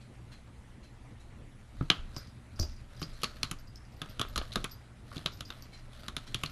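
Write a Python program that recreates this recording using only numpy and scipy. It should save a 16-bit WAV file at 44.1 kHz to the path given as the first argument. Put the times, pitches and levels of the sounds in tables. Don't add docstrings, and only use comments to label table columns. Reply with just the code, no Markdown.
import sys
import numpy as np
from scipy import signal
from scipy.fft import rfft, irfft, next_fast_len
from scipy.io import wavfile
from scipy.ndimage import uniform_filter1d, map_coordinates

SR = 44100
rng = np.random.default_rng(int(sys.argv[2]) if len(sys.argv) > 2 else 0)


def how_loud(loudness_db):
    steps = np.asarray(loudness_db, float) / 20
    return 10 ** steps


def unload_audio(sound):
    columns = np.transpose(np.atleast_2d(sound))
    steps = np.round(np.clip(columns, -1, 1) * 32767)
    wavfile.write(sys.argv[1], SR, steps.astype(np.int16))


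N = 287401


def unit(x):
    return x / np.sqrt(np.mean(x ** 2) + 1e-20)


def along(points, hz):
    f, v = np.transpose(points)
    return np.interp(np.log(hz + 1), np.log(f + 1), v)


def curve(rows):
    return np.interp(np.arange(N) / SR, *np.transpose(rows))


def wobble(rate_hz):
    knots = rng.standard_normal(int(N * rate_hz / SR) + 4)
    return map_coordinates(knots, [np.arange(N) * rate_hz / SR])


def filtered(x, response):
    m = next_fast_len(len(x) + 4096)
    return irfft(rfft(x, m) * response(np.fft.rfftfreq(m, 1 / SR)), m)[:len(x)]


def noise(spectrum):
    return unit(filtered(rng.standard_normal(N), lambda hz: how_loud(along(spectrum, hz))))


def patchy(x, depth_db):
    z = signal.stft(x, nperseg=512)[2]
    smooth_in_hz = uniform_filter1d(rng.standard_normal(z.shape), 7, 0)
    field = uniform_filter1d(smooth_in_hz, 8, 1)
    patched = signal.istft(z * how_loud(depth_db * unit(field)), nperseg=512)[1]
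    return unit(patched[:len(x)])


def rung(x, modes):
    def response(f):
        return sum(how_loud(db) * (1j * f * w / (c * c - f * f + 1j * f * w)) ** 2 for c, w, db in modes)

    y = filtered(x, response)
    return y / np.abs(y).max()


def add(out, s, sound):
    part = out[round(s * SR):][:len(sound)]
    part += sound[:len(part)]


def room(x):
    # (frequency [Hz], t60 [s])
    decay = [(150, 0.21), (1200, 0.29), (3500, 0.25), (7000, 0.41), (12000, 0.12)]
    # (frequency [Hz], level [dB])
    furnishings = [(300, -8.5), (1200, -2), (3500, -5.5), (6000, -7), (12000, -6)]
    hz, t, z = signal.stft(rng.standard_normal(SR // 3), SR, nperseg=128)
    fade_db = along(furnishings, hz)[:, None] - 60 * t / along(decay, hz)[:, None]
    tail = signal.istft(z * how_loud(fade_db), SR, nperseg=128)[1]
    t = np.arange(len(tail)) / SR
    onset = 1 - np.exp(-(t / 0.0032) ** 2)
    swell = 1 + 1.2 * np.exp(-((t - 0.011) / 0.011) ** 2)
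    tail = tail * onset * swell
    delayed = np.pad(x, (round(0.003 * SR), 0))
    return signal.fftconvolve(delayed, tail / np.linalg.norm(tail))


def background():
    # (frequency [Hz], relative density [dB per Hz])
    air_spectrum = [(24, -30), (40, -9.5), (103, -6), (129, -7), (145, -14), (210, -13), (249, -14.5),
                    (415, -25), (555, -26), (1470, -30.5), (1620, -32), (2020, -30.5), (4850, -43.5),
                    (10600, -45.5), (13500, -61)]
    # (frequency [Hz], amplitude before hum_gain_db [dB])
    hum_lines = [(59.5, -58.5), (119.5, -58)]
    # (frequency [Hz], relative density [dB per Hz])
    hand_spectrum = [(12, -13), (22, 11), (45, -5), (70, 0), (110, -19.5), (200, -107)]
    # (time [s], level [dB])
    shake_levels = [(0.0, -63.5), (1.72, -56.5), (1.78, -36), (1.94, -54), (1.98, -40), (2.36, -68),
                    (2.57, -54.5), (2.61, -33.5), (2.66, -44), (2.9, -54.5), (3.06, -48.5), (3.99, -56.5),
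                    (4.41, -45.5), (4.53, -57), (4.59, -40.5), (4.8, -66), (5.09, -55), (6.51, -54.5)]
    air_db, hum_gain_db = -55.0, 0.5
    t = np.arange(N) / SR
    hum = 0
    for hz, db in hum_lines:
        level = how_loud(db + hum_gain_db + 0.81 * wobble(6.8))
        hum = hum + level * np.sin(2 * np.pi * hz * t + 0.5 * wobble(14))
    shake = how_loud(curve(shake_levels)) * noise(hand_spectrum)
    air = how_loud(air_db + 0.096 * wobble(3.37)) * patchy(noise(air_spectrum), depth_db=2.0)
    return air + hum + shake


def clinks():
    # (time [s], brush level before the room [dB], brush pitch [Hz])
    touches = [(.0, -55.5, 3000), (.308, -48.5, 2650), (0.822, -53, 2900), (1.19, -57.5, 5800),
               (3.118, -50.5, 4200), (5.72, -48, 2840), (6.261, -46.5, 3600)]
    ring_hz, ring_re_brush_db = 4070, -7
    out, t = np.zeros(N), np.arange(SR // 5) / SR
    for s, db, hz in touches:
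        touch = rng.standard_normal(len(t)) * (1 - np.exp(-t / 0.00064))
        brush = rung(touch * how_loud(-60 * t / 0.12), [(hz, 1.4 * hz, 0)])
        ring = rung(touch * how_loud(-60 * t / 0.2), [(ring_hz, 400, 0)])
        add(out, s, how_loud(db) * room(brush + how_loud(ring_re_brush_db) * ring))
    return out


def pads():
    # (time of full pressure [s], level [dB], held [s])
    wipe_rows = [(1.8, -65, .13), (2.17, -56.5, 0.014), (2.62, -59, 0.017), (2.99, -61, 0.13),
                 (3.25, -53, 0.012), (3.44, -61, .03), (4.03, -63, .13), (4.24, -61, 0.027),
                 (4.42, -56.5, 0.2), (5.132, -55, 0.088), (5.5, -59.5, 0.11), (5.76, -73, 0.02),
                 (5.96, -57, 0.087), (6.22, -59.5, 0.086), (6.4, -55.5, 0.067)]
    # (frequency [Hz], relative density [dB per Hz])
    rub_spectrum = [(300, -26), (600, 0), (900, -16), (1280, -2.5), (2200, -12), (3000, -11), (4100, -8),
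                    (5200, -16), (7000, -22), (11600, -23), (13000, -11.5)]
    press_db_per_s, lift_db_per_s = 163, 115
    fur_db = -75
    t = np.arange(N) / SR
    wipes = 0
    for s, db, held_s in wipe_rows:
        press_db = press_db_per_s * np.clip(s - t, 0, 2)
        lift_db = lift_db_per_s * np.clip(t - s - held_s, 0, 2)
        wipes = wipes + how_loud(db - press_db - lift_db)
    uneven_db = 1.5 * wobble(30) + 3.5 * wobble(400)
    return (wipes + how_loud(fur_db)) * patchy(how_loud(uneven_db) * noise(rub_spectrum), depth_db=2)


def claws():
    # (time [s], tick level [dB], tick pitch [Hz], lid knock re tick [dB], bright edge re tick [dB])
    taps = [(1.8089, -51.5, 3850, 18.5, -23), (1.9006, -10.5, 3190, -7.5, -18),
            (2.164, -43.5, 4870, 5, -10), (2.5916, -41.5, 4870, 2, -4), (2.63, -41, 4830, -3.5, -2),
            (3.016, -38.5, 2980, 3, -2), (3.0271, -32, 4140, -14, -11), (3.218, -41.5, 2960, -22, -2),
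            (3.233, -22.5, 4160, -4, -6.5), (3.2416, -22.5, 4300, -9.5, -10), (3.367, -51.5, 3480, -9, -25),
            (3.4307, -19.5, 4080, -10, -9.5), (3.5123, -29, 3000, -2.5, 1), (4.0168, -29, 3420, -4, -11),
            (4.0584, -51, 3430, 7, -4), (4.1949, -24, 3300, -4, -9.5), (4.201, -44.5, 2780, 11.5, -20),
            (4.2133, -21, 3460, -4.5, -11.5), (4.2488, -43.5, 2370, 5.5, -18),
            (4.3586, -26.5, 4000, -0.5, -8), (4.3637, -33.5, 4050, -9, -4), (4.377, -23.5, 4130, -6, -7),
            (4.3849, -34, 3530, 2, -29), (4.414, -37, 3170, 7, -27), (4.5198, -37, 3780, -22, -21),
            (4.5267, -35, 3980, -21, -13), (4.5347, -37, 4040, -18, -8), (4.557, -21.5, 3720, -1, -8),
            (4.6421, -27.5, 3480, -5.5, -3.5), (4.6469, -32, 2550, -0.5, -21),
            (5.1157, -56.5, 4400, 16, -11), (5.1591, -41, 4160, -9, -13), (5.1667, -38, 3570, -14, -10),
            (5.1793, -34, 4080, -23, -20), (5.2597, -19, 3770, -8.5, -13), (5.4069, -30, 3430, -7, -6.5),
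            (5.503, -32.5, 3720, -4.5, -19), (5.5235, -42, 3460, -3.5, -27), (6.0818, -30.5, 3680, -5, -6),
            (6.1657, -25, 3580, -8, -7.5), (6.3445, -20, 3400, -14.5, -10), (6.4348, -24, 2980, -4.5, -7.5),
            (6.4596, -29.5, 4100, -21, -15)]
    # (centre [Hz], width [Hz], level [dB])
    pane_modes = [(2660, 2000, -26), (3550, 2220, -2)]
    lid_modes = [(366, 575, 11.5), (612, 300, 1.5), (1218, 473, 17.5), (1884, 810, -5)]
    edge_modes = [(6530, 3460, 24.5), (9660, 1800, 25), (11060, 600, 22.5)]
    contact_ms, echo_re_tap_db = 4.27, -11.5
    out, t = np.zeros(N), np.arange(SR // 20) / SR

    def blunt(x, corner_hz):
        return filtered(x, lambda f: 1 / (1 + 1.4j * f / corner_hz - (f / corner_hz) ** 2) ** 2)

    def body(x, hz, lid_db, edge_db):
        tick = rung(blunt(x, 1.28 * hz), [(hz, 700, 0)] + pane_modes)
        knock = rung(blunt(x, 2660), lid_modes)
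        return tick + how_loud(lid_db) * knock + how_loud(edge_db) * rung(x, edge_modes)

    for s, db, hz, lid_db, edge_db in taps:
        grit = rng.standard_normal(len(t)) * np.abs(rng.standard_normal(len(t)))
        chatter = grit * (1 - np.exp(-t / 0.00028)) * np.exp(-(1000 * t / contact_ms) ** 2)
        chatter[round(0.0004 * SR)] = 0.5 * np.linalg.norm(chatter)
        tap = body(chatter, hz, lid_db, edge_db)
        spread = body(1.0 * (t == 0), hz, lid_db, edge_db)
        echo_gain = how_loud(db + echo_re_tap_db) * np.linalg.norm(tap) / np.linalg.norm(spread)
        add(out, s, how_loud(db) * tap)
        add(out, s, echo_gain * room(spread))
    return out


def lid():
    # (time [s], nominal peak level [dB], pitch [Hz])
    thumps = [(1.811, -19, 149.4), (1.904, -22.5, 153), (2.167, -30, 129), (2.6, -22.5, 81.5),
              (2.596, -26, 330), (2.63, -29, 340), (3.019, -27.5, 160), (3.236, -29, 195),
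              (3.438, -30, 129.6), (3.514, -28.5, 155), (4.019, -32.5, 151), (4.095, -36, 113),
              (4.2, -28, 113), (4.368, -30, 67), (4.383, -31.5, 225), (4.565, -20.5, 217),
              (4.643, -34, 150), (5.166, -28, 151), (5.258, -29.5, 167), (5.409, -37, 141),
              (6.082, -34.5, 190), (6.169, -34, 143), (6.349, -29.5, 147), (6.437, -27.5, 151)]
    swings = 6.7
    out, t = np.zeros(N), np.arange(SR // 4) / SR
    for s, db, hz in thumps:
        overtone = 0.68 * np.sin(2 * np.pi * 1.734 * hz * t) * how_loud(-60 * t / 0.067)
        swing = np.sin(2 * np.pi * hz * t) + overtone
        push = -swing * how_loud(db - 60 * t * hz / swings) * (1 - np.exp(-t / 0.0015))
        add(out, s, push)
        add(out, s, how_loud(-4.0) * room(push))
    return out


def bell():
    # (time [s], low pair level [dB], high pair level [dB])
    tinkles = [(2.146, -46, -71), (2.1646, -27.5, -69), (2.174, -36, -60), (2.2722, -45, -81),
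               (2.56, -39, -66), (2.5971, -22, -51), (2.6134, -28.5, -60), (2.6249, -32, -65),
               (2.6394, -37, -60), (2.72, -46, -77), (2.7631, -43, -77), (2.9657, -43.5, -79.5),
               (2.996, -38, -65), (3.022, -27, -57), (3.5867, -40.5, -67), (3.673, -45, -79),
               (3.7576, -42, -74), (3.851, -49, -86), (3.922, -48.5, -69), (3.9664, -50, -66),
               (4.0945, -45, -55), (4.2857, -52, -58), (4.629, -46, -79), (4.6957, -44, -82),
               (4.7117, -41, -60), (4.7253, -46, -71), (5.3194, -38, -63), (5.3344, -39.5, -66),
               (5.3727, -43, -68), (5.452, -39, -67), (5.4774, -49, -70), (5.6228, -37.5, -59),
               (5.7753, -45, -84), (6.4988, -39, -58)]
    # (frequency [Hz], level re the strike's pair level [dB], t60 [s])
    low_pair = [(4850, -17.5, 0.091), (5200, -26, 0.053)]
    high_pair = [(11920, 0, 0.091), (12070, -8.5, .07)]
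    tick_re_low_db, touches_per_s = -4, 1500
    out, t = np.zeros(N), np.arange(SR // 6) / SR
    for s, low_db, high_db in tinkles:
        modes = [(hz, db + low_db, t60) for hz, db, t60 in low_pair]
        modes += [(hz, db + high_db, t60) for hz, db, t60 in high_pair]
        ring = sum(how_loud(db - 60 * t / t60) * np.sin(2 * np.pi * hz * t) for hz, db, t60 in modes)
        click = rung(1.0 * (t == 0), [(5150, 1400, 0), (8000, 5000, -30)])
        tick = how_loud(low_db + tick_re_low_db) * click
        hits = rng.random(len(t)) < touches_per_s / SR
        touches = rng.standard_normal(len(t)) * hits * how_loud(-60 * t / 0.05)
        touches[0] = 1.5
        touches /= np.linalg.norm(touches)
        flutter_db = 4.5 * wobble(130)[:2 * len(t) - 1]
        strike = signal.fftconvolve(touches, ring + tick) * how_loud(flutter_db)
        add(out, s, strike)
        add(out, s, how_loud(-6.0) * room(strike))
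    return out


def scene():
    mono = background() + clinks() + pads() + claws() + lid() + bell()
    return np.array([mono, mono])


def top_cut(x):
    return signal.sosfilt(signal.butter(12, 13720, fs=SR, output="sos"), x)


def record(dry):
    # (frequency [Hz], gain [dB])
    rolloff = [(12100, 2.0), (12400, -24), (13600, -35.5), (16500, -60)]
    mono = filtered(dry[0], lambda hz: how_loud(along(rolloff, hz)))
    return top_cut(np.array([mono, mono]))


dry = scene()
out = record(dry)
unload_audio(out)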